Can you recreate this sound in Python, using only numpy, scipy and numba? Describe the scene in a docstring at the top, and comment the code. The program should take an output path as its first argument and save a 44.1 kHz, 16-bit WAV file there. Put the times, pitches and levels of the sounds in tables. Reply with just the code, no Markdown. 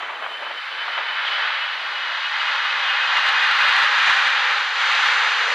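"""Wind spits and flutters over a faint dull roar, which swells as a large twin jet rolls past in reverse thrust.
Roar: noise in flickering bands, with notches sliding down. Fans: three falling blade tones, part line, part
smear, with short clear swells. Wind: gusts and buffets of shaped noise on two microphone ports, early on only.
Port differences widen the treble; the input stage squashes the loudest peaks and a faint hiss lies below.
"""
import sys
import numpy as np
from scipy import signal
from scipy.fft import rfft, irfft
from scipy.io import wavfile
from scipy.ndimage import uniform_filter1d
from numba import njit

SR = 44100
rng = np.random.default_rng(int(sys.argv[2]) if len(sys.argv) > 2 else 0)


def dump(signal):
    """Clip the signal to [-1, 1] and save it as 16-bit WAV at the path in sys.argv[1]."""
    limited = np.clip(np.atleast_2d(signal).T, -1, 1)
    pcm = np.round(limited * 32767).astype(np.int16)
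    wavfile.write(sys.argv[1], SR, pcm)


N = 244314  # samples
OPPOSITE = np.array([[1], [-1]])  # plus at one port, minus at the other


def undb(db):
    """Amplitude ratio of a level in dB."""
    return 10 ** (np.asarray(db) / 20)


def seconds():
    """Time of every sample."""
    return np.arange(N) / SR


def curves(table):
    """Columns of a table, after its time column, interpolated at every sample."""
    time_s, *columns = np.transpose(table)
    return [np.interp(seconds(), time_s, column) for column in columns]


def walk(rate_hz):
    """Random levels held 1 / rate_hz, smoothed twice over that time; standard deviation 1."""
    hold = int(SR / rate_hz)
    steps = np.repeat(rng.standard_normal(N // hold + 1), hold)
    smooth = uniform_filter1d(uniform_filter1d(steps, hold), hold)[:N]
    return smooth / smooth.std()


def coloured(colour):
    """Spectrum of a noise with the given colour, rms 1, and its frequencies."""
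    hz = np.arange(N // 2 + 1) * SR / N + 1e-9
    at_hz, db = np.transpose(colour)
    gain = undb(np.interp(np.log(hz), np.log(at_hz), db))
    spectrum = rfft(rng.standard_normal(N)) * gain
    return spectrum / irfft(spectrum, N).std(), hz


def noise(colour):
    """Noise with the given colour, rms 1."""
    return irfft(coloured(colour)[0], N)


@njit
def svf(x, hz, width_hz):
    """State-variable band-pass with a moving centre, gain 1 there."""
    y, band, low = np.empty(len(x)), 0., 0.
    for i in range(len(x)):
        g, k = np.tan(np.pi * hz[i] / SR), width_hz / hz[i]
        v = (band + g * (x[i] - low)) / (1 + g * (g + k))
        band, low, y[i] = 2 * v - band, low + 2 * g * v, k * v
    return y


# jet noise spectrum: freq_hz, density_db_per_hz
JET_COLOUR = [(150, -59), (280, -50), (400, -31), (532, -16.5), (720, -12), (811, -5.5), (1000, -5),
              (1390, -0.5), (1750, 0), (2300, -3), (3400, -7.5), (4150, -9.5), (4450, -14.5), (4850, -17.5),
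              (5300, -25), (6200, -27.5), (8500, -46), (12000, -85.5)]
# rumble gain, full below 495 Hz, none above 700 Hz: time_s, gain_db
RUMBLE_GAIN = [(0, -10), (.55, 1), (.65, -5), (.8, -5), (1.5, -1), (2.3, -3), (3, -3), (3.8, -2.5),
               (4.6, 3), (5.05, 1.5), (5.54, 10.5)]
# top gain, none below 5 kHz, full above 7.1 kHz: time_s, gain_db
SIZZLE_GAIN = [(0, 10.5), (.5, -7), (1.2, -4.5), (3, 0), (3.7, -1), (4.15, 4), (4.5, 2), (5.0, 4),
               (5.54, 5.5)]
# notch cut by the ground echo, before its wander: time_s, centre_hz, depth_0_to_1
GROUND_NOTCH = [(0, 790, .3), (2.1, 770, .4), (2.6, 700, .85), (4, 658, .9), (5.54, 620, .85)]
# two higher notches sliding down: time_s, low_hz, low_depth_0_to_1, high_hz, high_depth_0_to_1
SLIDING_NOTCHES = [(0, 2330, .3, 2850, .2), (1.6, 2310, .2, 2820, .2), (2.2, 2300, .5, 2780, .5),
                   (3.2, 2260, .55, 2680, .55), (4.2, 2230, .5, 2580, .4), (4.8, 2200, .1, 2550, .2),
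                   (5.54, 2200, .1, 2550, .1)]
# fixed hollows of the body around the microphone: centre_hz, width_hz, depth_0_to_1
BODY_NOTCHES = [(4250, 140, 0.33), (5200, 300, 0.29)]
GROUND_WIDTH_HZ, SLIDING_WIDTH_HZ = 118.0, 150.0
TREBLE_HZ = 3460  # half the treble gain applies here


def roar(treble_db, shared_db=0.3, own_db=0.3):
    """Jet noise in overlapping half-octave bands; eddies on the way make each band flicker."""
    spectrum, hz = coloured(JET_COLOUR)
    (rumble_db,), (sizzle_db,) = curves(RUMBLE_GAIN), curves(SIZZLE_GAIN)
    shared_flicker, rumble_flicker = walk(11), walk(8)
    out = 0
    for centre_hz in 150 * 2 ** np.arange(0, 6.6, .5):
        octaves = np.log2(hz / centre_hz)
        share = np.cos(np.pi / 2 * np.clip(2 * octaves, -1, 1)) ** 2
        tilt = np.clip(np.log2(centre_hz / TREBLE_HZ) + .5, 0, 1.6)  # air takes the treble of far sound
        rumble_share = np.clip(2 * np.log2(700 / centre_hz), 0, 1)
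        sizzle_share = np.clip(2 * np.log2(centre_hz / 5000), 0, 1)
        db = tilt * treble_db + shared_db * shared_flicker + own_db * walk(10)
        db = db + rumble_share * (rumble_db + 1.5 * rumble_flicker)
        db = db + sizzle_share * sizzle_db
        out = out + undb(db) * irfft(spectrum * share, N)

    ground_hz, depth = curves(GROUND_NOTCH)
    ground_hz = ground_hz * (1 + .015 * walk(9))
    depth = np.clip(depth * (.9 + .15 * walk(6)), 0, 1)
    out = out - depth * svf(out, ground_hz, GROUND_WIDTH_HZ)

    low_hz, low_depth, high_hz, high_depth = curves(SLIDING_NOTCHES)
    low_band = svf(out, low_hz, SLIDING_WIDTH_HZ)
    high_band = svf(out, high_hz, SLIDING_WIDTH_HZ)
    out = out - low_depth * low_band - high_depth * high_band
    for dip_hz, width_hz, dip_depth in BODY_NOTCHES:
        out = out - dip_depth * svf(out, np.full(N, 1. * dip_hz), 1. * width_hz)
    return out


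# blade tones, falling as the engines slow and pass; level before fades: time_s, pitch_hz, level_db
NEAR_FAN = [(0, 3065, -44), (.35, 3052, -43), (.65, 3040, -43), (.85, 3032, -42), (1.15, 3010, -39),
            (1.3, 3000, -36), (1.8, 2958, -39), (2.5, 2895, -36), (3.0, 2845, -36), (3.3, 2812, -33),
            (3.7, 2780, -32), (3.9, 2750, -42)]
FAR_FAN = [(1.25, 2670, -44), (1.65, 2640, -44), (1.95, 2585, -46), (2.4, 2565, -39), (2.7, 2550, -35),
           (3.2, 2520, -33), (3.6, 2490, -32), (4.3, 2400, -33), (4.7, 2370, -40)]
# third, higher blade tone, falling from 3320 to 3000 Hz: time_s, pitch_hz, level_db
HIGH_FAN = [(1.22, 3320, -44), (1.28, 3310, -42), (1.6, 3290, -41), (1.9, 3250, -43), (2.3, 3200, -43),
            (3.15, 3100, -36), (3.3, 3020, -36), (3.4, 3000, -44)]
FADES_HZ, FADE_DB = 28, 5  # rate of fades, dB per standard deviation


def fan(table, direct):
    """A blade tone: a flickering direct share, the rest smeared into a band by many paths in unsteady air."""
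    pitch_hz, level_db = curves(table)
    s = seconds()
    on = np.clip(np.minimum(s - table[0][0] + .07, table[-1][0] - s) / .07, 0, 1)
    phase = 2 * np.pi * np.cumsum(pitch_hz + 10 * walk(50)) / SR
    flicker = undb(5 * np.minimum(walk(35), 1) - 1)
    line = np.sqrt(2) * np.sin(phase) * flicker
    smear = svf(svf(rng.standard_normal(N), pitch_hz, 120.), pitch_hz, 120.)
    smear = smear / smear.std()
    fades_db = FADE_DB * np.minimum(walk(FADES_HZ), .5)
    tone = np.sqrt(direct) * line + np.sqrt(1 - direct) * smear
    return on * undb(level_db + fades_db) * tone


# clear swells of a fan tone, level before break-up: centre_s, pitch_hz, peak_db_rms, half_amplitude_width_s
TONE_SWELLS = [(.05, 3065, -38, .04), (.155, 3060, -38, .03), (.25, 3060, -37, .03), (.315, 3065, -35, .03),
               (.35, 3050, -32, .035), (.455, 3045, -33, .03), (.5, 3045, -38, .025),
               (.585, 3045, -33.5, .05), (.735, 3050, -34.5, .03), (.81, 3035, -30, .06),
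               (.935, 3035, -34, .04), (1.05, 3025, -34.5, .03), (1.095, 3025, -31, .03),
               (1.13, 3005, -30.5, .035), (1.278, 3315, -29.5, .045), (1.35, 2995, -32.5, .06),
               (1.362, 3305, -36, .025), (1.435, 3005, -31.5, .04), (1.51, 2985, -33.5, .03),
               (1.615, 2970, -30, .03), (1.62, 2650, -33, .04), (1.685, 2980, -33, .025),
               (1.97, 2950, -31, .03), (2.07, 2935, -33, .03), (2.268, 2920, -33, .035),
               (2.473, 2900, -29, .035), (2.521, 2885, -29, .035), (2.542, 2555, -31, .035),
               (2.63, 2875, -31.5, .05), (2.706, 2550, -28.5, .025), (2.766, 2545, -31.5, .035),
               (2.885, 2850, -26.5, .045), (2.91, 2535, -26.5, .045), (3.046, 2530, -29, .045),
               (3.119, 2530, -28, .025), (3.195, 2820, -25, .06), (3.353, 2815, -27.5, .025),
               (3.373, 2510, -26, .03), (3.454, 2800, -26, .05), (3.6, 2510, -27, .03),
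               (3.86, 2520, -27, .04), (4.084, 2440, -27, .035), (4.19, 2400, -28.5, .02)]


def blips():
    """Short swells of a blade tone, wavering in pitch and broken up by eddies."""
    out, s = np.zeros(N), seconds()
    waver = 2 * np.pi * np.cumsum(22 * walk(90)) / SR
    for centre_s, pitch_hz, peak_db, width_s in TONE_SWELLS:
        swell = np.cos(np.pi / 2 * np.clip((s - centre_s) / (.72 * width_s), -1, 1))
        tone = np.sqrt(2) * np.sin(2 * np.pi * pitch_hz * s + waver)
        out += undb(peak_db) * swell * tone
    return out * undb(3 * np.minimum(walk(110) - .3, 0))


# port difference of the engines, before the bearing gain: freq_hz, gain_db, phase_deg
PORT_DIFFERENCE = [(1900, -50, 150), (2300, -27, 130), (2900, -21, 65), (3900, -23, -40), (4650, -16, -135),
                   (5400, -10, -185), (6000, -11, -208), (6700, -8, -240), (7300, -12, -280),
                   (8000, -26, -300), (12000, -50, -300)]
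# gain of that difference, growing as the jet moves off axis: time_s, gain_db
BEARING_GAIN = [(0, -9), (1.5, -4.5), (3.2, -1.5), (5.54, 2)]


def port_gap(x):
    """The part of a sound that the body adds at one port and takes from the other."""
    at_hz, gain_db, phase_deg = np.transpose(PORT_DIFFERENCE)
    hz = np.arange(N // 2 + 1) * SR / N
    gain = undb(np.interp(hz, at_hz, gain_db, left=-80))
    turn = np.exp(1j * np.radians(np.interp(hz, at_hz, phase_deg)))
    return undb(curves(BEARING_GAIN)[0]) * irfft(rfft(x) * gain * turn, N)


# roar opposed between the ports: freq_hz, density_db_per_hz
WIDE_ROAR_COLOUR = [(500, -45), (1000, -35), (1500, -40), (1880, -22.5), (2330, 12.5), (2760, 9.5),
                    (4400, 1.5), (5000, -1), (6300, -5), (8000, -14.5), (11000, -41), (16000, -76.5)]
WIDE_DB = -29  # against the roar level


def wide_roar(level_db, treble_db):
    """Separate treble noise that follows the roar and its treble, for opposite signs at the ports."""
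    return undb(level_db + WIDE_DB + treble_db) * noise(WIDE_ROAR_COLOUR)


WIND_ALIKE = 0.96  # power share common to both ports


def ports(colour):
    """Noise that is partly common to the two ports."""
    both, apart = noise(colour), noise(colour)
    return np.sqrt(WIND_ALIKE) * both + np.sqrt(1 - WIND_ALIKE) * apart * OPPOSITE


# wind spectra: freq_hz, density_db_per_hz
GUST_COLOUR = [(100, -59), (200, -29.5), (350, -16.5), (590, -6), (900, -6.5), (1400, -13.5), (2500, -36.5),
               (6000, -99)]
SPIT_COLOUR = [(100, -66), (200, -28), (350, -26), (600, -3), (1200, 3.5), (1800, -3), (3100, -7.5),
               (4500, -29), (8000, -76)]
# gusts, level before flutter: start_s, length_s, level_db
GUST_EVENTS = [(-.05, 0.397, -40), (0.374, 0.18, -40), (0.694, 0.37, -43.5), (1.08, 0.5, -47),
               (1.705, 0.422, -44), (2.204, 0.05, -59), (2.457, 0.05, -55)]
# sharp buffets, peak before spitting, reached at half length: start_s, peak_db, length_s
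BUFFET_EVENTS = [(0.0, -30.5, 0.032), (0.078, -31.5, 0.039), (0.157, -37, 0.016), (0.21, -31, 0.063),
                 (0.251, -47, 0.0097), (0.31, -44, 0.016), (0.42, -30.5, 0.022), (0.462, -27, 0.012),
                 (0.505, -27.5, 0.015), (0.536, -49, 0.0097), (0.68, -40, 0.012), (0.812, -27, 0.009),
                 (0.871, -28, 0.021), (0.969, -24, 0.027)]
GUST_RISE_S, GUST_FALL_S = 0.025, 0.03  # linear rise, decay time constant


def wind(flutter_db=1.0, spit_db=3.0):
    """Turbulent air on the ports: dull fluttering gusts and brighter, spitting buffets."""
    gust_size, buffet_size, s = 0, 0, seconds()
    for start_s, length_s, level_db in GUST_EVENTS:
        rise = np.clip((s - start_s) / GUST_RISE_S, 0, 1)
        fall = np.exp(-np.maximum(s - start_s - length_s, 0) / GUST_FALL_S)
        gust_size = gust_size + undb(level_db) * rise * fall
    for start_s, peak_db, length_s in BUFFET_EVENTS:
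        u = np.clip((s - start_s) / length_s, 0, 30)
        buffet_size = buffet_size + undb(peak_db) * np.e * 2 * u * np.exp(-2 * u)
    gusts = gust_size * undb(flutter_db * walk(32.8)) * ports(GUST_COLOUR)
    buffets = buffet_size * undb(spit_db * walk(300)) * ports(SPIT_COLOUR)
    return gusts + buffets


# roar swelling and fading through unsteady air, before band gains: time_s, level_db
ROAR_LEVEL = [(0, -31), (.3, -32.5), (.8, -28), (1.1, -24.5), (1.45, -21.5), (1.78, -26.5), (2.1, -24),
              (2.45, -22), (2.53, -20), (2.58, -21.5), (3.12, -19), (3.17, -16.5), (3.23, -19), (3.28, -16),
              (3.32, -18.5), (3.42, -16), (3.48, -17), (3.6, -16), (3.8, -15), (3.95, -17), (4.05, -16),
              (4.1, -15), (4.17, -16.5), (4.21, -17.5), (4.27, -16.5), (4.31, -18.5), (4.5, -18.5),
              (4.72, -22), (4.84, -18), (4.98, -17.5), (5.05, -16.5), (5.15, -18), (5.24, -18),
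              (5.35, -19.5), (5.54, -19)]
# treble opening as the engines near, before the tilt over bands: time_s, gain_db
TREBLE_GAIN = [(0, -6.5), (.6, -0.5), (1.0, -1.5), (1.22, -3.5), (1.27, 0.5), (1.42, -2), (1.5, -3),
               (1.8, -1), (2.55, -0.5), (2.68, -1.5), (3.2, -1), (4.4, -1), (4.8, 0.5), (5.54, 0)]


def scene():
    """Engines nearly ahead, a little width in the treble, wind on top."""
    (level_db,), (treble_db,) = curves(ROAR_LEVEL), curves(TREBLE_GAIN)
    fans = fan(NEAR_FAN, .2) + fan(FAR_FAN, .1) + fan(HIGH_FAN, .2) + blips()
    engines = undb(level_db) * roar(treble_db) + fans
    side = wide_roar(level_db, treble_db) + port_gap(engines)
    return engines + side * OPPOSITE + wind()


# microphone noise spectrum: freq_hz, density_db_per_hz
HISS_COLOUR = [(20, -4.5), (100, -8), (300, -10.5), (1000, -45), (6000, -2.5), (10000, -9), (16000, -19)]
HISS_DB = -62  # rms before its slow waver and the low-pass
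KNEE, SLOPE = 0.32, 0.6  # amplitude, share of the excess passed
SOFT_HZ, TOP_HZ = 13300, 15700  # gentle roll-off, steep cut


def record(dry):
    """Input stage squashes mid-signal peaks, rolls off the treble, adds hiss separate left and right."""
    mid = dry.mean(axis=0)
    excess = mid - np.clip(mid, -KNEE, KNEE)
    bent = dry - (1 - SLOPE) * excess
    bent = signal.lfilter(*signal.butter(1, SOFT_HZ, fs=SR), bent)
    waver = undb(.8 * walk(9))
    hiss = undb(HISS_DB) * waver * np.array([noise(HISS_COLOUR) for _ in range(2)])
    low_pass = signal.ellip(8, .2, 70, TOP_HZ, fs=SR, output="sos")
    return signal.sosfilt(low_pass, bent + hiss)


dry = scene()
out = record(dry)
dump(out)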